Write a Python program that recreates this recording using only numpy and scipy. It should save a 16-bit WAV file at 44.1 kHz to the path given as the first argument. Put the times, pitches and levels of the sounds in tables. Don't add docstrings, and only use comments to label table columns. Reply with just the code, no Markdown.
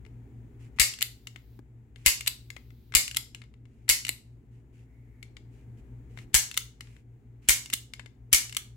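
import sys
import numpy as np
from scipy import signal
from scipy.fft import rfft, irfft, next_fast_len
from scipy.io import wavfile
from scipy.ndimage import uniform_filter1d, minimum_filter1d

SR = 44100
rng = np.random.default_rng(int(sys.argv[2]) if len(sys.argv) > 2 else 0)


def master_out(mix):
    frames = np.transpose(np.atleast_2d(mix))
    ceiling = np.clip(frames, -1, 1)
    pcm = np.round(ceiling * 32767).astype(np.int16)
    wavfile.write(sys.argv[1], SR, pcm)


N = 386316

# t/s, level/dB, pan/dB, tilt/(dB/octave), rebound delay/s, rebound/dB, rattle/dB,
# room/dB, jolt/dB
SLAMS = [(0.7976, -4, 7, 1.1, 0.0062, -3.5, -5, -1.5, -27.5),
         (2.0615, -2, 5.5, 0.97, 0.0069, -3.5, -11.5, -3, -27.5),
         (2.9503, -3, 4, 1.4, 0.0056, -2, -10, -3, -27.5), (3.8911, -5, 3, 1.7, 0.0066, 1, -7, -3, -36),
         (6.343, -5, 3.5, 1.74, 0.0062, 1, -8, -1.5, -25),
         (7.4873, -4.5, 3.5, 1.7, 0.0059, 0, -8.5, -2, -29),
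         (8.329, -2.5, 4.5, 2, 0.0051, -2, -6.5, -3, -30)]
# t/s, level/dB, pan/dB, tilt/(dB/octave), crack T60/s, pawl lead/s, pawl/dB
RETURNS = [(1.0257, -5, -3.5, 1.6, 0.0091, .0074, -23.5), (2.276, -10, 0, 1.1, 0.024, 0.0042, -25),
           (3.1687, -9.5, 2.5, 1, 0.02, 0.0055, -31.5), (4.0916, -3, 1.5, 2.2, 0.0042, .0103, -32),
           (6.5749, -9.5, 0.5, 1.5, 0.018, 0.0071, -33), (7.7364, -11, -1, 3.5, 0.022, 0.0049, -26.5),
           (8.5668, -11.5, 1, -0.1, 0.023, .0197, -37)]
# t/s, level/dB, ring f/Hz, cylinder delay/s, cylinder/dB
TAKE_UPS = [(1.2706, -35.5, 2810, 0.089, -41), (2.5028, -37, 2110, 0.062, -39),
            (3.3473, -38, 2830, 0.07, -47), (5.2277, -44, 2207, 0.14, -45.5),
            (6.8075, -38, 2960, .0637, -55), (7.936, -36, 3600, 0.059, -37)]
# t/s, level/dB
SEAR_CLICKS = [(0.787, -33.5), (2.9391, -31), (3.8805, -40)]
RATCHET_SLIPS = [(0.9376, -37), (0.9878, -39.5), (1.009, -32), (2.208, -30.5), (2.2623, -33.5),
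                 (3.0787, -30), (3.112, -34.5), (3.1463, -35.5), (4.0498, -29.5), (4.067, -32),
                 (6.513, -34.5), (6.542, -35.5), (7.6586, -37), (7.7004, -36), (7.7268, -36), (8.4946, -41),
                 (8.5253, -37.5)]
KNOCKS = [(0.05, -60.5), (0.063, -59.5), (1.9593, -48), (2.7041, -55.5), (2.922, -41.5), (3.4379, -53.5),
          (3.5394, -59.5), (3.654, -60), (6.1742, -48.5), (6.1874, -49), (6.965, -56), (8.0599, -43.5)]
# t/s, level/dB
THUDS = [(1.5914, -39), (3.892, -30.5), (4.0916, -37), (6.344, -29), (7.736, -36)]
# t/s, duration/s, level/dB
RUBS = [(0.592, 0.11, -73), (0.76, 0.055, -71), (1.953, 0.18, -70), (3.656, .39, -81), (4.508, 0.13, -79.5),
        (4.727, .15, -73.5), (5.509, 0.16, -78), (5.77, 0.05, -77.5), (6.092, 0.13, -78.5),
        (6.165, 0.092, -66), (6.83, 0.21, -69), (7.418, 0.12, -69)]
# start/s, end/s, level/dB
THIN_HISSES = [(0.998, 1.617, -71), (2.243, 2.95, -70)]
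# start/s, end/s
LULLS = [(1.62, 4.7), (6.98, 7.1), (8.08, 6.2)]

# f/Hz, level/dB, T60/s before damping
FRAME_MODES = [(1340, -9, 0.019), (1740, -5, 0.02), (2016, 0.5, 0.17), (2154, 3, 0.17), (2300, -5.5, 0.12),
               (2174, 0.5, 0.12), (2854, -3, 0.096), (2790, -7, 0.27), (3000, -4, 0.13), (3630, -2, 0.17),
               (4460, -11.5, 0.13), (4210, -6.5, 0.21), (4890, -7.5, 0.14), (6980, -3, 0.26),
               (7150, -6, 0.14), (7400, -4.5, 0.18), (7904, -3.5, 0.13), (7800, -3, 0.11),
               (10540, -10, 0.12), (11900, -4.5, 0.099)]
# own ring/dB, pan/dB, tilt/(dB/octave)
SEAR = (-2, 6.3, -4)
PAWL = (-5, 2.5, 2.5)
RATCHET = (-4, 2.04, 1.8)
TRIGGER_LINK = (-2, 2, 0.34)
CYLINDER = (-7, 4.5, -4.5)
LOOSE_PART = (-6, 6, -4)

# f/Hz, spectral density level/dB
SLAM_SIDE = [(120, -40.5), (200, -15.5), (347, -23.5), (851, -22), (1500, -16.5), (2090, -3.5),
             (2910, -4.5), (3310, -11.5), (4600, -4.5), (5940, -9.5), (7540, -2.5), (9060, -9.5),
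             (11100, -8.5), (14900, -18.5), (16000, -21)]
SLAM_ABOVE = [(120, -40), (200, -7.5), (612, -24), (899, -17), (1160, -16), (2250, -0.5), (2700, -7.5),
              (2960, -2), (3560, -9.5), (4430, -5.5), (4770, -8.5), (7830, -2), (8580, -6), (11300, -8),
              (16000, -19.5)]
SNAP_SIDE = [(320, -60), (550, -22.5), (1380, -11.5), (1750, -16), (2010, -5.5), (2780, -0.5), (3250, -7),
             (3540, -1), (4500, -1.5), (5720, -13.5), (7900, -4.5), (10500, -12), (11700, -8.5),
             (16000, -23)]
SNAP_ABOVE = [(320, -58.5), (550, -37), (914, -25), (1280, -11), (1850, -14), (2130, -6.5), (2450, -8),
              (2950, 0.5), (3340, -5.5), (3690, -5), (5250, -13), (6870, -6.5), (13300, -17.5),
              (16000, -19)]
TICK_SPECTRUM = [(300, -13.5), (700, -15), (1300, -5.5), (2200, 2.5), (3000, 1.5), (5000, -3.5), (8000, -5),
                 (11500, -12.5), (16000, -25.5)]
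THUD_SPECTRUM = [(100, -14.5), (250, 4), (450, -5), (1000, -15.5), (3000, -31), (12000, -39.5)]
RUB_SPECTRUM = [(600, -16), (1500, -7.5), (2150, 1.5), (2900, 0), (3600, -9), (5200, -8.5), (7200, -5),
                (11000, -12), (15000, -17.5)]
SLIDE_SPECTRUM = [(900, -28), (1600, -8.5), (2170, 5), (2450, -10), (3200, -22.5), (6000, -22)]
AIR_SPECTRUM = [(20, -18), (45, -4), (62, 0.5), (90, -9), (125, -3.5), (180, -17), (240, -6.5), (310, -16),
                (420, -16.5), (560, -31), (850, -30.5), (1100, -38), (2100, -36.5), (4000, -52.5),
                (16000, -77.5)]
HISS_SPECTRUM = [(1000, -7.5), (4000, -5.5), (5500, -4), (6900, 5), (9000, -1.5), (12000, -2.5),
                 (16000, -0.5)]
THIN_HISS_SPECTRUM = [(1000, -10.5), (4000, -0.5), (8500, -16.5), (12000, -5.5), (15500, -1)]

# f/Hz, pan/dB
PORT_PAN = [(300, 4.5), (1000, 6.5), (2000, 12), (3200, 7), (5000, -3.5), (8000, -2.5), (15000, -0.5)]
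# f/Hz, T60/s
ROOM_T60 = [(300, 0.28), (1000, 0.3), (2200, 0.27), (5500, 0.32), (9000, 0.25), (15000, .215)]
# f/Hz, level/dB
ROOM_COLOUR = [(200, -7), (600, 2.5), (1300, 0), (2100, -1), (3000, -1.5), (5500, 1), (8000, -1),
               (12000, 1), (16000, 1.5)]
# f/Hz, coherence
AIR_COHERENCE = [(25, 0.33), (60, 0.94), (130, 1), (300, 0.9), (1000, 0.11), (5000, 0.17)]
# f/Hz, pan/dB
AIR_PAN = [(25, 3), (60, 4.5), (130, -3), (500, -0.5), (4000, 13)]

TURN_S = 4.3


def hammer():
    direct, to_room = np.zeros((2, 2, N))
    for s, db, pan_db, tilt_db, rebound_s, rebound_db, rattle_db, room_db, _ in SLAMS:
        spectrum = SLAM_SIDE if s < TURN_S else SLAM_ABOVE
        contacts = [(0, 0, 0), (rebound_s, rebound_db, 0), (.017, rattle_db, -2)]
        for delay, contact_db, extra_tilt_db in contacts:
            hit = impact(spectrum, tilt_db + extra_tilt_db, t60=.029, rise_s=.00042,
                         ring_db=-15.5, life_scale=.74, coherence=.19)
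            hit *= amp(db + contact_db - 3.5)
            add(direct, s + delay - .0003, hit * sides(pan_db))
            add(to_room, s + delay, hit * amp(room_db))
    return direct, to_room


def impact(spectrum, tilt_db, t60, rise_s, ring_db, life_scale, coherence):
    t = np.arange(SR // 10) / SR
    crack = noise(len(t), spectrum, coherence, tilt_db) * amp(-60 * t / t60)
    hz, db, mode_t60 = np.transpose(FRAME_MODES)[:, :, None]
    weight = amp(db + tilt_db * np.log2(hz / 4000) + 2.5 * rng.standard_normal(hz.shape))
    phase = rng.random(hz.shape) + .22 * rng.standard_normal((2, len(hz), 1))
    envelope = weight / np.linalg.norm(weight) * amp(-60 * t / (mode_t60 * life_scale))
    ring = (envelope * np.sin(2 * np.pi * (hz * t + phase))).sum(1)
    return (crack + amp(ring_db) * ring) * (1 - np.exp(-t / rise_s))


def trigger():
    out = np.zeros((2, N))
    for s, db, pan_db, tilt_db, t60, *_ in RETURNS:
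        spectrum = SNAP_SIDE if s < TURN_S else SNAP_ABOVE
        hit = impact(spectrum, tilt_db, t60, rise_s=.0003, ring_db=-15, life_scale=.25, coherence=.27)
        add(out, s, amp(db - 2) * hit * sides(pan_db))
    return out


def lockwork():
    out = np.zeros((2, N))
    pawl_hz, cylinder_hz, frame_hz = 2850, 2170, 2050
    for s, db in SEAR_CLICKS:
        add(out, s, click(SEAR, frame_hz, db))
    for s, db in RATCHET_SLIPS:
        add(out, s, click(RATCHET, pawl_hz, db))
    for s, *_, lead, db in RETURNS:
        add(out, s - lead, click(PAWL, pawl_hz, db))
    for s, db, ring_hz, delay, cylinder_db in TAKE_UPS:
        add(out, s, click(TRIGGER_LINK, ring_hz, db))
        add(out, s + delay, click(CYLINDER, cylinder_hz, cylinder_db))
    for s, db in KNOCKS:
        add(out, s, click(LOOSE_PART, frame_hz, db))
    return out


def click(part, ring_hz, db):
    own_db, pan_db, tilt_db = part
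    t = np.arange(SR // 10) / SR
    hit = impact(TICK_SPECTRUM, tilt_db, t60=.017, rise_s=.0006, ring_db=-8, life_scale=.3, coherence=.28)
    hz = ring_hz * (1 + .02 * rng.standard_normal())
    phase = rng.random() + .36 * rng.standard_normal((2, 1))
    envelope = amp(-60 * hz * t / 55) * (1 - np.exp(-t / .0002))
    own_ring = np.sin(2 * np.pi * (hz * t + phase)) * envelope
    return amp(db + 5.5) * (hit + amp(own_db) * own_ring) * sides(pan_db)


def pivot_scrape():
    out, ramp = np.zeros((2, N)), np.linspace(0, 1, SR // 80)
    for s, db, *_ in SLAMS:
        add(out, s - len(ramp) / SR, amp(db - 38) * ramp * noise(len(ramp), TICK_SPECTRUM, coherence=.3))
    return out


def jolt():
    out, t = np.zeros((2, N)), np.arange(SR // 6) / SR
    sway_hz, knock_hz, peak_s = 54, 170, .012
    lag_rad = np.array([[0], [.9]])
    envelope = (t / peak_s) ** 2 * np.exp(2 - 2 * t / peak_s)
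    sway = np.sin(2 * np.pi * sway_hz * t - lag_rad) * envelope
    knock = -np.sin(2 * np.pi * knock_hz * t) * np.exp(-t / .0019)
    for s, *_, jolt_db in SLAMS:
        add(out, s, amp(jolt_db) * (sway + amp(3.5) * knock) * sides(16))
    return out


def low_thuds():
    out, t = np.zeros((2, N)), np.arange(SR // 20) / SR
    t60 = .025
    for s, db in THUDS:
        add(out, s, amp(db - 60 * t / t60) * noise(len(t), THUD_SPECTRUM, coherence=.61) * sides(4))
    return out


def fingers():
    out = np.zeros((2, N))
    for s, duration, db in RUBS:
        progress = np.linspace(0, 1, int(duration * SR))
        grain = amp(1.5 * unit_rms(uniform_filter1d(rng.standard_normal(len(progress)), size=120)))
        friction = noise(len(progress), RUB_SPECTRUM, coherence=.12, tilt_db=-2)
        envelope = np.sqrt(progress) * (1 - progress)
        add(out, s, amp(db) * unit_rms(friction * grain * envelope))
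    return out


def hand_slide():
    start_s, end_s = 4.8, 5.36
    out, size = np.zeros((2, N)), int((end_s - start_s) * SR)
    whisper = noise(size, SLIDE_SPECTRUM, coherence=.26)
    add(out, start_s, amp(-76) * whisper * signal.windows.tukey(size, .5))
    return out


def room(x):
    t = np.arange(SR * 3 // 4) / SR
    hz, age, spectra = signal.stft(rng.standard_normal((2, len(t))), SR, nperseg=256)
    slow_db, slow_t60 = -23, .62
    fast = amp(-60 * age / at_hz(ROOM_T60, hz)[:, None])
    slow = amp(slow_db - 60 * age / slow_t60 - hz[:, None] / 1200)
    colour = amp(at_hz(ROOM_COLOUR, hz))[:, None]
    response = signal.istft(spectra * colour * np.hypot(fast, slow), SR, nperseg=256)[1]
    build_up = np.clip((t - .003) / .008, 0, 1)
    response = response[:, :len(t)] * build_up
    return signal.fftconvolve(x, response / np.linalg.norm(response[0]), axes=1)[:, :N] * sides(.47)


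def hum():
    hum_hz, shaft_hz, beat_peak_s = 120, 57.84, .164
    t = np.arange(N) / SR - beat_peak_s
    tone = lambda hz, db: amp(db) * np.sqrt(2) * np.cos(2 * np.pi * hz * t)
    beating = tone(hum_hz, -56) + tone(2 * shaft_hz, -56.5)
    return beating * sides(2) + tone(shaft_hz, -59.5) * sides(3.9)


def background():
    air = filtered(noise(N, AIR_SPECTRUM, AIR_COHERENCE), lambda hz: sides(at_hz(AIR_PAN, hz)))
    hiss = noise(N, HISS_SPECTRUM, coherence=.18)
    out = air * amp(-56.5) + hiss * amp(-85) + hum()
    lull_db, corner_hz = -2.5, 520
    t = np.arange(N) / SR
    treble = filtered(out, lambda hz: hz ** 4 / (hz ** 4 + corner_hz ** 4))
    lull = sum(np.interp(t, np.linspace(start, end, num=4), [0, 1, 1, 0]) for start, end in LULLS)
    out += treble * (amp(lull_db * lull) - 1)
    for start, end, db in THIN_HISSES:
        size = int((end - start) * SR)
        thin_hiss = noise(size, THIN_HISS_SPECTRUM, coherence=.3)
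        add(out, start, amp(db) * thin_hiss * signal.windows.tukey(size, .15))
    return out


def gain_control(x):
    spare_db, threshold_db, recover_db_per_s = 5, -24.5, 8
    hold_s, look_ahead_s = 1.02, .012
    excess_db = np.clip(20 * np.log10(abs(x).max(0) + 1e-9) - threshold_db, 0, spare_db)
    half, ahead = int(hold_s * SR / 2), int(look_ahead_s * SR)
    held_db = -minimum_filter1d(-excess_db, 2 * half + 1, origin=half - ahead, mode="constant")
    recovery_db = np.arange(N) / SR * recover_db_per_s
    duck_db = np.maximum.accumulate(held_db + recovery_db) - recovery_db
    return x * amp(spare_db - uniform_filter1d(duck_db, ahead))


def noise(size, spectrum, coherence, tilt_db=0):
    common, own = rng.standard_normal(size), rng.standard_normal((2, size))
    share = lambda hz: np.clip(at_hz(coherence, hz) if np.ndim(coherence) else coherence, 0, 1)
    common = filtered(common, lambda hz: np.sqrt(share(hz)))
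    own = filtered(own, lambda hz: np.sqrt(1 - share(hz)))
    colour = lambda hz: amp(at_hz(spectrum, hz) + tilt_db * np.log2(np.maximum(hz, 500) / 4000))
    return unit_rms(filtered(common + own, colour))


def filtered(x, gain):
    size = next_fast_len(x.shape[-1] + 512)
    return irfft(rfft(x, size) * gain(np.fft.rfftfreq(size, 1 / SR)), size)[..., :x.shape[-1]]


def sides(db):
    pair = amp(np.array([[.5], [-.5]]) * db)
    return pair / np.sqrt(np.mean(pair ** 2, 0))


def add(mix, s, sound):
    part = mix[:, max(round(s * SR), 0):][:, :sound.shape[1]]
    part += sound[:, :part.shape[1]]


def at_hz(points, hz):
    f, value = np.transpose(points)
    return np.interp(np.log(hz + 1), np.log(f + 1), value)


def amp(db):
    return 10 ** (np.asarray(db) / 20)


def unit_rms(x):
    return x / np.sqrt(np.mean(x ** 2) + 1e-20)


def scene():
    slams, to_room = hammer()
    small_parts = trigger() + lockwork() + pivot_scrape()
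    direct = filtered(slams + small_parts, lambda hz: sides(at_hz(PORT_PAN, hz)))
    to_room += amp(-11.5) * small_parts
    turned = np.arange(N) > TURN_S * SR
    reflections = room(to_room * ~turned) + room(to_room * turned)
    return direct + reflections + jolt() + low_thuds() + fingers() + hand_slide() + background()


def record(dry):
    clipped = np.clip(gain_control(dry), -1, 1)
    low_pass = signal.firwin(255, cutoff=16100, window=("kaiser", 8), fs=SR)
    return signal.oaconvolve(clipped, low_pass[None], "same")


dry = scene()
out = record(dry)
master_out(out)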